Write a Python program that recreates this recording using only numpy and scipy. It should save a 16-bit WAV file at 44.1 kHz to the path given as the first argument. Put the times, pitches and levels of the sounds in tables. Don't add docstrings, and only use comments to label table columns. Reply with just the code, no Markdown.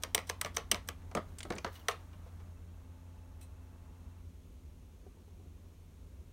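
import sys
import numpy as np
from scipy import signal
from scipy.fft import rfft, irfft, next_fast_len
from scipy.io import wavfile
from scipy.ndimage import uniform_filter1d, map_coordinates

SR = 44100
rng = np.random.default_rng(int(sys.argv[2]) if len(sys.argv) > 2 else 0)


def natural_amplitude(level_db):
    exponent = np.asarray(level_db, float) / 20
    return 10 ** exponent


def log_audio(samples):
    frames = np.atleast_2d(samples).T
    limited = np.clip(frames, -1, 1)
    pcm = np.round(limited * 32767).astype(np.int16)
    wavfile.write(sys.argv[1], SR, pcm)


N = 278712

# (frequency [Hz], width [Hz], level [dB])
BASE_MODES = [(430, 92, -0.5), (640, 170, 1.5), (985, 300, 0.5), (1230, 216, 2), (1728, 310, -3.5),
              (2200, 1300, -7)]
# (frequency [Hz], width [Hz], level [dB])
KEYCAP_MODES = [(1750, 600, -4), (2300, 500, -3.5), (2965, 480, -2), (4080, 780, -3.5), (4582, 370, -3),
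                (6000, 700, 3.5)]
# (frequency [Hz], width [Hz], level [dB])
TICK_MODES = [(8370, 1240, 8.5), (9730, 880, 7), (10900, 3000, -2.5), (15200, 1600, -8.5)]
# (time [s], peak [dB], bright tick [dB], favoured resonance [Hz], travel time [s])
PRESSES = [
    (0.0343, -22, -4.5, 5000, .016),
    (0.2962, -21.5, -11, 1560, .03),
    (0.5674, -19.5, -9, 6000, .027),
    (0.8865, -25.5, -4, 1560, .016),
]
# (time [s], peak [dB], favoured resonance [Hz], rebound flight [s], rebound [dB])
RELEASES = [
    (0.1463, -14.5, 3000, .0313, -24.5),
    (0.4118, -23.5, 1560, .0348, -25),
    (0.7136, -15.5, 2900, .0303, -25.5),
]
FAN_OFF_S, FAN_FADE_S = 4.2, .03


def unit(x):
    return x / np.sqrt(np.mean(x ** 2) + 1e-20)


def along(points, hz):
    f, v = np.transpose(points)
    return np.interp(np.log(hz + 1), np.log(f + 1), v)


def curves(rows):
    s, *cols = np.transpose(rows)
    return [np.interp(np.arange(N) / SR, s, c) for c in cols]


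def wobble(rate_hz):
    knots = rng.standard_normal(int(N * rate_hz / SR) + 4)
    return map_coordinates(knots, [np.arange(N) * rate_hz / SR])


def switch(at_s, width_s):
    return .5 + .5 * np.tanh((np.arange(N) / SR - at_s) / width_s)


def filtered(x, response):
    n = x.shape[-1]
    m = next_fast_len(n + SR // 20)
    return irfft(rfft(x, m) * response(np.fft.rfftfreq(m, 1 / SR)), m)[..., :n]


def body(modes):
    def response(f):
        total = 0
        for k, (hz, width_hz, db) in enumerate(modes):
            damping = 1j * f * width_hz
            total = total + (-1) ** k * natural_amplitude(db) * damping / (hz * hz - f * f + damping)
        return total
    return response


def rush(spectrum, patchy_db):
    z = signal.stft(rng.standard_normal(N + SR), nperseg=512)[2]
    field = uniform_filter1d(rng.standard_normal(z.shape), 6, 0)
    field = uniform_filter1d(field, 12, 1)
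    x = signal.istft(z * natural_amplitude(patchy_db * unit(field)), nperseg=512)[1][:N]
    return unit(filtered(x, lambda hz: natural_amplitude(along(spectrum, hz))))


def echo(x):
    # (frequency [Hz], t60 [s])
    room_t60 = [(200, 0.13), (1000, 0.18), (4000, 0.23), (12000, 0.13)]
    hz, t, z = signal.stft(rng.standard_normal(len(x)), SR, nperseg=256)
    decay = natural_amplitude(-60 * t / along(room_t60, hz)[:, None])
    tail = signal.istft(z * decay, SR, nperseg=256)[1]
    delayed = np.pad(x, (180, 0))
    return signal.fftconvolve(delayed, tail / np.linalg.norm(tail))[:len(x)]


def contacts(rows, shell, part, edge, onset_s, blow, spiky_db, shell_drag, wet_db, shell_wet_db):
    out, t = np.zeros(N + SR), np.arange(SR // 4) / SR
    dull = lambda f: 1 / (1 + 1j * f / 7000) ** 3
    thin = lambda f: (1j * f / (6000 + 1j * f)) ** 3
    rise = (1 - np.exp(-t / onset_s)) ** 2
    for s, db, knock_db, tick_db, length_s, hz in rows:
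        fall_db = -20 * (t / max(length_s, 1e-3)) ** 1.3
        spikes = natural_amplitude(spiky_db * rng.standard_normal(len(t)))
        impacts = rise * rng.standard_normal((3, len(t))) * spikes
        impacts[:, round(2 * onset_s * SR)] += blow
        struck = lambda f: body(part)(f) * dull(f) * (1.0 + body([(hz, .3 * hz, 0)])(f))
        knock = filtered(impacts[0] * natural_amplitude(fall_db / shell_drag), body(shell))
        click = filtered(impacts[1] * natural_amplitude(fall_db), struck)
        tick = filtered(impacts[2] * natural_amplitude(1.1 * fall_db), lambda f: body(edge)(f) * thin(f))
        knock, click, tick = [v / np.abs(v).max() for v in (knock, click, tick)]
        low = natural_amplitude(knock_db) * knock
        high = click + natural_amplitude(tick_db) * tick
        wet = echo(natural_amplitude(shell_wet_db) * low + natural_amplitude(wet_db) * high)
        out[round(s * SR):][:len(t)] += natural_amplitude(db) * (low + high + wet)
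    return out[:N]


def motor():
    # (time [s], shaft [Hz], level [dB], strain [dB])
    motor_run = [(0, 87.12, -52.5, -1), (1, 87.3, -52.5, 1.5), (1.5, 86.67, -53.5, -1),
                 (1.9, 87.5, -55, -7), (2.1, 87, -52, -5), (2.7, 86.52, -52, -5), (3, 86.82, -52, 1.5),
                 (3.2, 85.96, -52.5, 1), (3.6, 86.64, -53, 0), (3.9, 85.5, -55, 0), (4.25, 86.62, -52, -3),
                 (4.5, 85.96, -59.5, -3), (4.9, 85.05, -60, -1), (5.15, 86.3, -60, -8),
                 (5.4, 86.3, -57, -10), (6.32, 85.35, -57, -9)]
    # (frequency [Hz], level [dB per Hz])
    chirp_spectrum = [(2300, -120), (2520, -10.5), (2650, 1), (2780, -10), (3100, -120)]
    hz, db, strain_db = curves(motor_run)
    off = switch(FAN_OFF_S, FAN_FADE_S)
    third_db = -67.5 + strain_db
    whine_db = -77 + 1.6 * strain_db - 8 * off
    turn = 2 * np.pi * np.cumsum(hz + .25 * wobble(6)) / SR
    first = natural_amplitude(db + 3 + 1.1 * wobble(11)) * np.sin(turn)
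    third = natural_amplitude(third_db + 2 + 0.83 * wobble(16)) * np.sin(3 * turn)
    second = natural_amplitude(db - 15 + 1.8 * wobble(2.5)) * np.sin(2 * turn)
    whine = natural_amplitude(whine_db + 1.5 + 1.6 * wobble(11)) * (np.sin(10 * turn) + 0.71 * np.sin(6 * turn))
    throb = np.cos(turn / 9.55) ** 4
    chirp = natural_amplitude(-80.5 + 1.5 * wobble(6)) * switch(at_s=2.4, width_s=.5) * (1 - off)
    return first + third + second + whine + chirp * throb * rush(chirp_spectrum, patchy_db=0)


def room_air():
    # (frequency [Hz], level [dB per Hz])
    rumble_spectrum = [(7.1, -53), (12, -35.5), (16, -25.5), (18, -17), (24, -14), (36, 2), (78, 4.5),
                       (100, -27), (170, -120)]
    # (frequency [Hz], level [dB per Hz])
    drone_spectrum = [(56, -33), (95, -1), (113, -16), (151, -7.5), (183, -10.5), (263, -12.5),
                      (302, -16.5), (381, -16.5), (600, -24.5), (780, -45), (1320, -120)]
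    # (frequency [Hz], level [dB per Hz])
    whirr_spectrum = [(240, -45), (400, -14.5), (664, -1.5), (805, -5.5), (870, -3.5), (1100, -4.5),
                      (1340, -7.5), (2200, -16), (2860, -57), (4840, -120)]
    # (frequency [Hz], level [dB per Hz])
    hiss_spectrum = [(880, -27), (1500, -9), (2210, 1.5), (2940, 1), (3180, 0), (4000, -0.5), (4920, -5.5),
                     (5330, -2.5), (6630, -0.5), (7610, -5), (9010, -3), (10600, -7.5), (11900, -3.5),
                     (15100, -12), (16000, -3.5)]
    # (time [s], level over stillness [dB])
    stir_curve = [
        (0, 4),
        (1, 2.5),
        (2.0, 6),
        (2.12, 2),
        (2.28, 4),
        (2.41, 2),
        (2.58, 0),
        (6.32, 0),
    ]
    (stir_db,) = curves(stir_curve)
    fan_drop_db = 4.5 * switch(FAN_OFF_S, FAN_FADE_S)
    rumble = natural_amplitude(-55 + 1.2 * wobble(2.2)) * rush(rumble_spectrum, patchy_db=-0.5)
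    drone = natural_amplitude(-62.5 + .45 * stir_db + .7 * wobble(2.9)) * rush(drone_spectrum, patchy_db=-0.7)
    whirr = natural_amplitude(-70.5 + stir_db - fan_drop_db) * rush(whirr_spectrum, patchy_db=-0.4)
    hiss = natural_amplitude(-72.5 + .55 * stir_db) * rush(hiss_spectrum, patchy_db=-0.16)
    return rumble + drone + whirr + hiss


def slides():
    # (time [s], peak [dB], shell knock [dB], bright tick [dB], length [s])
    brushes = [
        (0.425, -53, -6, 0, .012),
        (1.735, -59, -22, -2, 0.022),
        (1.752, -47, -24, -14, 0.016),
        (2.128, -60, 5, -20, .006),
        (2.26, -67.5, 7, -18, .015),
        (2.395, -66, 9, -20, 0.0087),
        (3.409, -53, -23, 2, 0.0089),
        (3.416, -60, -25, 7.5, 0.033),
    ]
    rows = [(s - travel_s, db - 28.5, -6, -2, .85 * travel_s, 4700) for s, db, _, _, travel_s in PRESSES]
    rows += [row + (3800,) for row in brushes]
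    return contacts(rows, BASE_MODES, KEYCAP_MODES, TICK_MODES, onset_s=0.0072, blow=0, spiky_db=3.5,
                    shell_drag=2.5, wet_db=-10, shell_wet_db=-3)


def keys():
    # (time [s], peak [dB], shell knock [dB],
    # bright tick [dB])
    grazes = [
        (.0245, -49, -8, 6),
        (.2916, -35, -12, -1),
        (.5642, -36.5, -12, 6),
        (.5795, -38, 5, -16),
        (.8755, -54, -6, 11),
    ]
    # (time [s], peak [dB], shell knock [dB], bright tick [dB], rattle length [s])
    hook_hits = [
        (1.8833, -17.5, -3.5, -8, 0.0051),
        (1.894, -35, 2.5, -18, 0.0053),
        (1.911, -39, 0, -8, 0.016),
    ]
    rows = [(s, db, knock_db, tick_db, .0065, 5400) for s, db, knock_db, tick_db in grazes]
    for s, db, tick_db, hz, _ in PRESSES:
        bottom = (s, db, -7.5, tick_db, .0052, hz)
        seat = (s + .0105, db - 26, 8, -20.5, .007, 1700)
        rows += [bottom, seat]
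    for s, db, hz, flight_s, rebound_db in RELEASES:
        snap = (s, db, -10.5, -.5, .009, hz)
        rebound = (s + flight_s, rebound_db, -4.5, -19, .0036, 2100)
        settle = (s + 1.33 * flight_s, rebound_db - 19, 11.5, -26, .0065, 1700)
        rows += [snap, rebound, settle]
    rows += [row + (2100,) for row in hook_hits]
    return contacts(rows, BASE_MODES, KEYCAP_MODES, TICK_MODES, onset_s=.0007, blow=5.4, spiky_db=4.5,
                    shell_drag=2.9, wet_db=-21.5, shell_wet_db=-6.5)


def thuds():
    # (time [s], peak [dB])
    sinkings = [
        (0.724, -37),
        (1.152, -33),
        (1.17, -35),
        (1.449, -42),
        (1.504, -33),
        (1.55, -40),
        (1.646, -39.5),
    ]
    # (frequency [Hz], width [Hz], level [dB])
    bedding_modes = [(190, 110, 3), (263, 40, -4), (335, 130, 3)]
    blows, t = np.zeros(N + SR), np.arange(SR // 10) / SR
    nudges_s = [row[0] for row in PRESSES + RELEASES]
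    nudges_s += [s + flight_s for s, _, _, flight_s, _ in RELEASES]
    for s, db in sinkings + [(s, -45) for s in nudges_s]:
        blows[round(s * SR):][:len(t)] += natural_amplitude(db + 15 - 60 * t / 0.13) * rng.standard_normal(len(t))
    return filtered(blows[:N], lambda f: body(bedding_modes)(f) / (1 + 1j * f / 450) ** 2)


def handset():
    # (time [s], peak [dB], shell knock [dB], bright tick [dB])
    cradle_knocks = [(1.0183, -57, -18, -12), (1.113, -48, 3, -8), (1.1501, -27, 4, -5),
                     (1.1623, -44, 10, -17), (1.1699, -39.5, 15, -14), (1.4501, -50.5, 14, -7),
                     (1.503, -33.5, 6.5, -7), (1.5212, -38, 2, -14.5), (1.5332, -45, 4, -14),
                     (1.562, -47, 6, -14), (1.5821, -32.5, -9, -11), (1.6452, -29.5, 5, -15),
                     (1.6614, -43.5, 11.5, -25), (1.6753, -44, 1.5, -26)]
    # (time [s], peak [dB], bright tick [dB], favoured resonance [Hz])
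    plunger_ticks = [
        (1.3845, -42.5, 3, 5580),
        (1.3914, -52, 9, 6110),
        (1.4042, -33.5, -8, 3230),
        (1.4297, -36, 0, 3720),
        (1.5525, -60, 13, 9000),
        (1.574, -50, -6, 6500),
    ]
    # (frequency [Hz], width [Hz], level [dB])
    grip_modes = [(460.4, 218, 1.5), (673, 212, 4), (960, 174, -1), (1216, 247, -0.5), (1750, 920, -7.5),
                  (2390, 1030, -13), (3180, 790, -17.5)]
    # (frequency [Hz], width [Hz], level [dB])
    plunger_modes = [(2020, 1070, 0.5), (3000, 700, 5), (3890, 2200, 1), (6580, 920, 2.5)]
    # (frequency [Hz], width [Hz], level [dB])
    edge_modes = [(7400, 1400, 7.5), (9450, 1400, 4.5), (11900, 2500, -10)]
    rows = []
    for s, db, knock_db, tick_db in cradle_knocks:
        rattle_s = .0105 - .00022 * (db + 47)
        rows.append((s, db, knock_db, tick_db, rattle_s, 2200))
    rows += [(s, db, -21, tick_db, .0095, hz) for s, db, tick_db, hz in plunger_ticks]
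    return contacts(rows, grip_modes, plunger_modes, edge_modes, onset_s=0.00033, blow=4.8, spiky_db=5.5,
                    shell_drag=3.03, wet_db=-14.5, shell_wet_db=-8.5)


def hand():
    # (time of most pressure [s], level [dB])
    strokes = [
        (1.289, -72),
        (1.435, -74),
        (1.53, -68.5),
        (1.6, -80),
        (1.73, -68.5),
        (1.76, -63),
        (1.805, -67),
    ]
    press_db_per_s, ease_db_per_s = 260, 210
    t = np.arange(N) / SR
    pressure = np.zeros(N)
    for s, db in strokes:
        away_db = press_db_per_s * np.maximum(s - t, 0) + ease_db_per_s * np.maximum(t - s, 0)
        pressure += natural_amplitude(db - away_db)
    skin = [(300, -120), (600, -1), (1500, -2), (4000, -4), (8000, -13), (15000, -8)]  # (Hz, dB per Hz)
    crackle = unit(natural_amplitude(1.8 * wobble(90) + 3 * wobble(610)))
    return pressure * crackle * rush(skin, patchy_db=1.5)


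def creaks():
    # (time [s], peak [dB], pitch [Hz], ratio of upper tone [1], t60 [s])
    groans = [(2.262, -52, 495, 1.4, 0.12), (2.397, -68, 520, 1.7, 0.069), (3.415, -64.5, 2600, 1.6, .2),
              (1.755, -52, 2900, 1.02, .08), (1.815, -58, 2900, 1.03, .05), (3.42, -69, 4000, 1.05, .2),
              (5.064, -46.5, 388, 1.93, 0.072), (5.169, -56.5, 422, 2.06, .08),
              (5.279, -54, 422, 2.03, 0.054), (5.396, -55.5, 371, 2, 0.077),
              (5.456, -55.5, 363, 1.9, 0.071)]
    out, t = np.zeros(N + SR), np.arange(SR // 8) / SR
    for s, db, hz, ratio, t60_s in groans:
        drift = 0.038 * np.cumsum(rng.standard_normal((2, len(t))), 1)
        lower = np.sin(2 * np.pi * hz * t + drift[0])
        upper = 0.41 * np.sin(2 * np.pi * ratio * hz * t + drift[1])
        envelope = natural_amplitude(db - 60 * t / t60_s) * (1 - np.exp(-t / 0.001))
        out[round(s * SR):][:len(t)] += envelope * (lower + upper)
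    return out[:N]


def scene():
    phone = slides() + keys() + handset() + hand()
    return (phone + thuds() + creaks() + motor() + room_air())[None]


def top_cut(x):
    return signal.sosfilt(signal.butter(12, 16880, fs=SR, output="sos"), x)


def record(dry):
    top_hz, slope_hz = 15900, 120
    mix = filtered(dry, lambda hz: natural_amplitude(-9 * (1 + np.tanh((hz - top_hz) / slope_hz))))
    return top_cut(mix)


dry = scene()
out = record(dry)
log_audio(out)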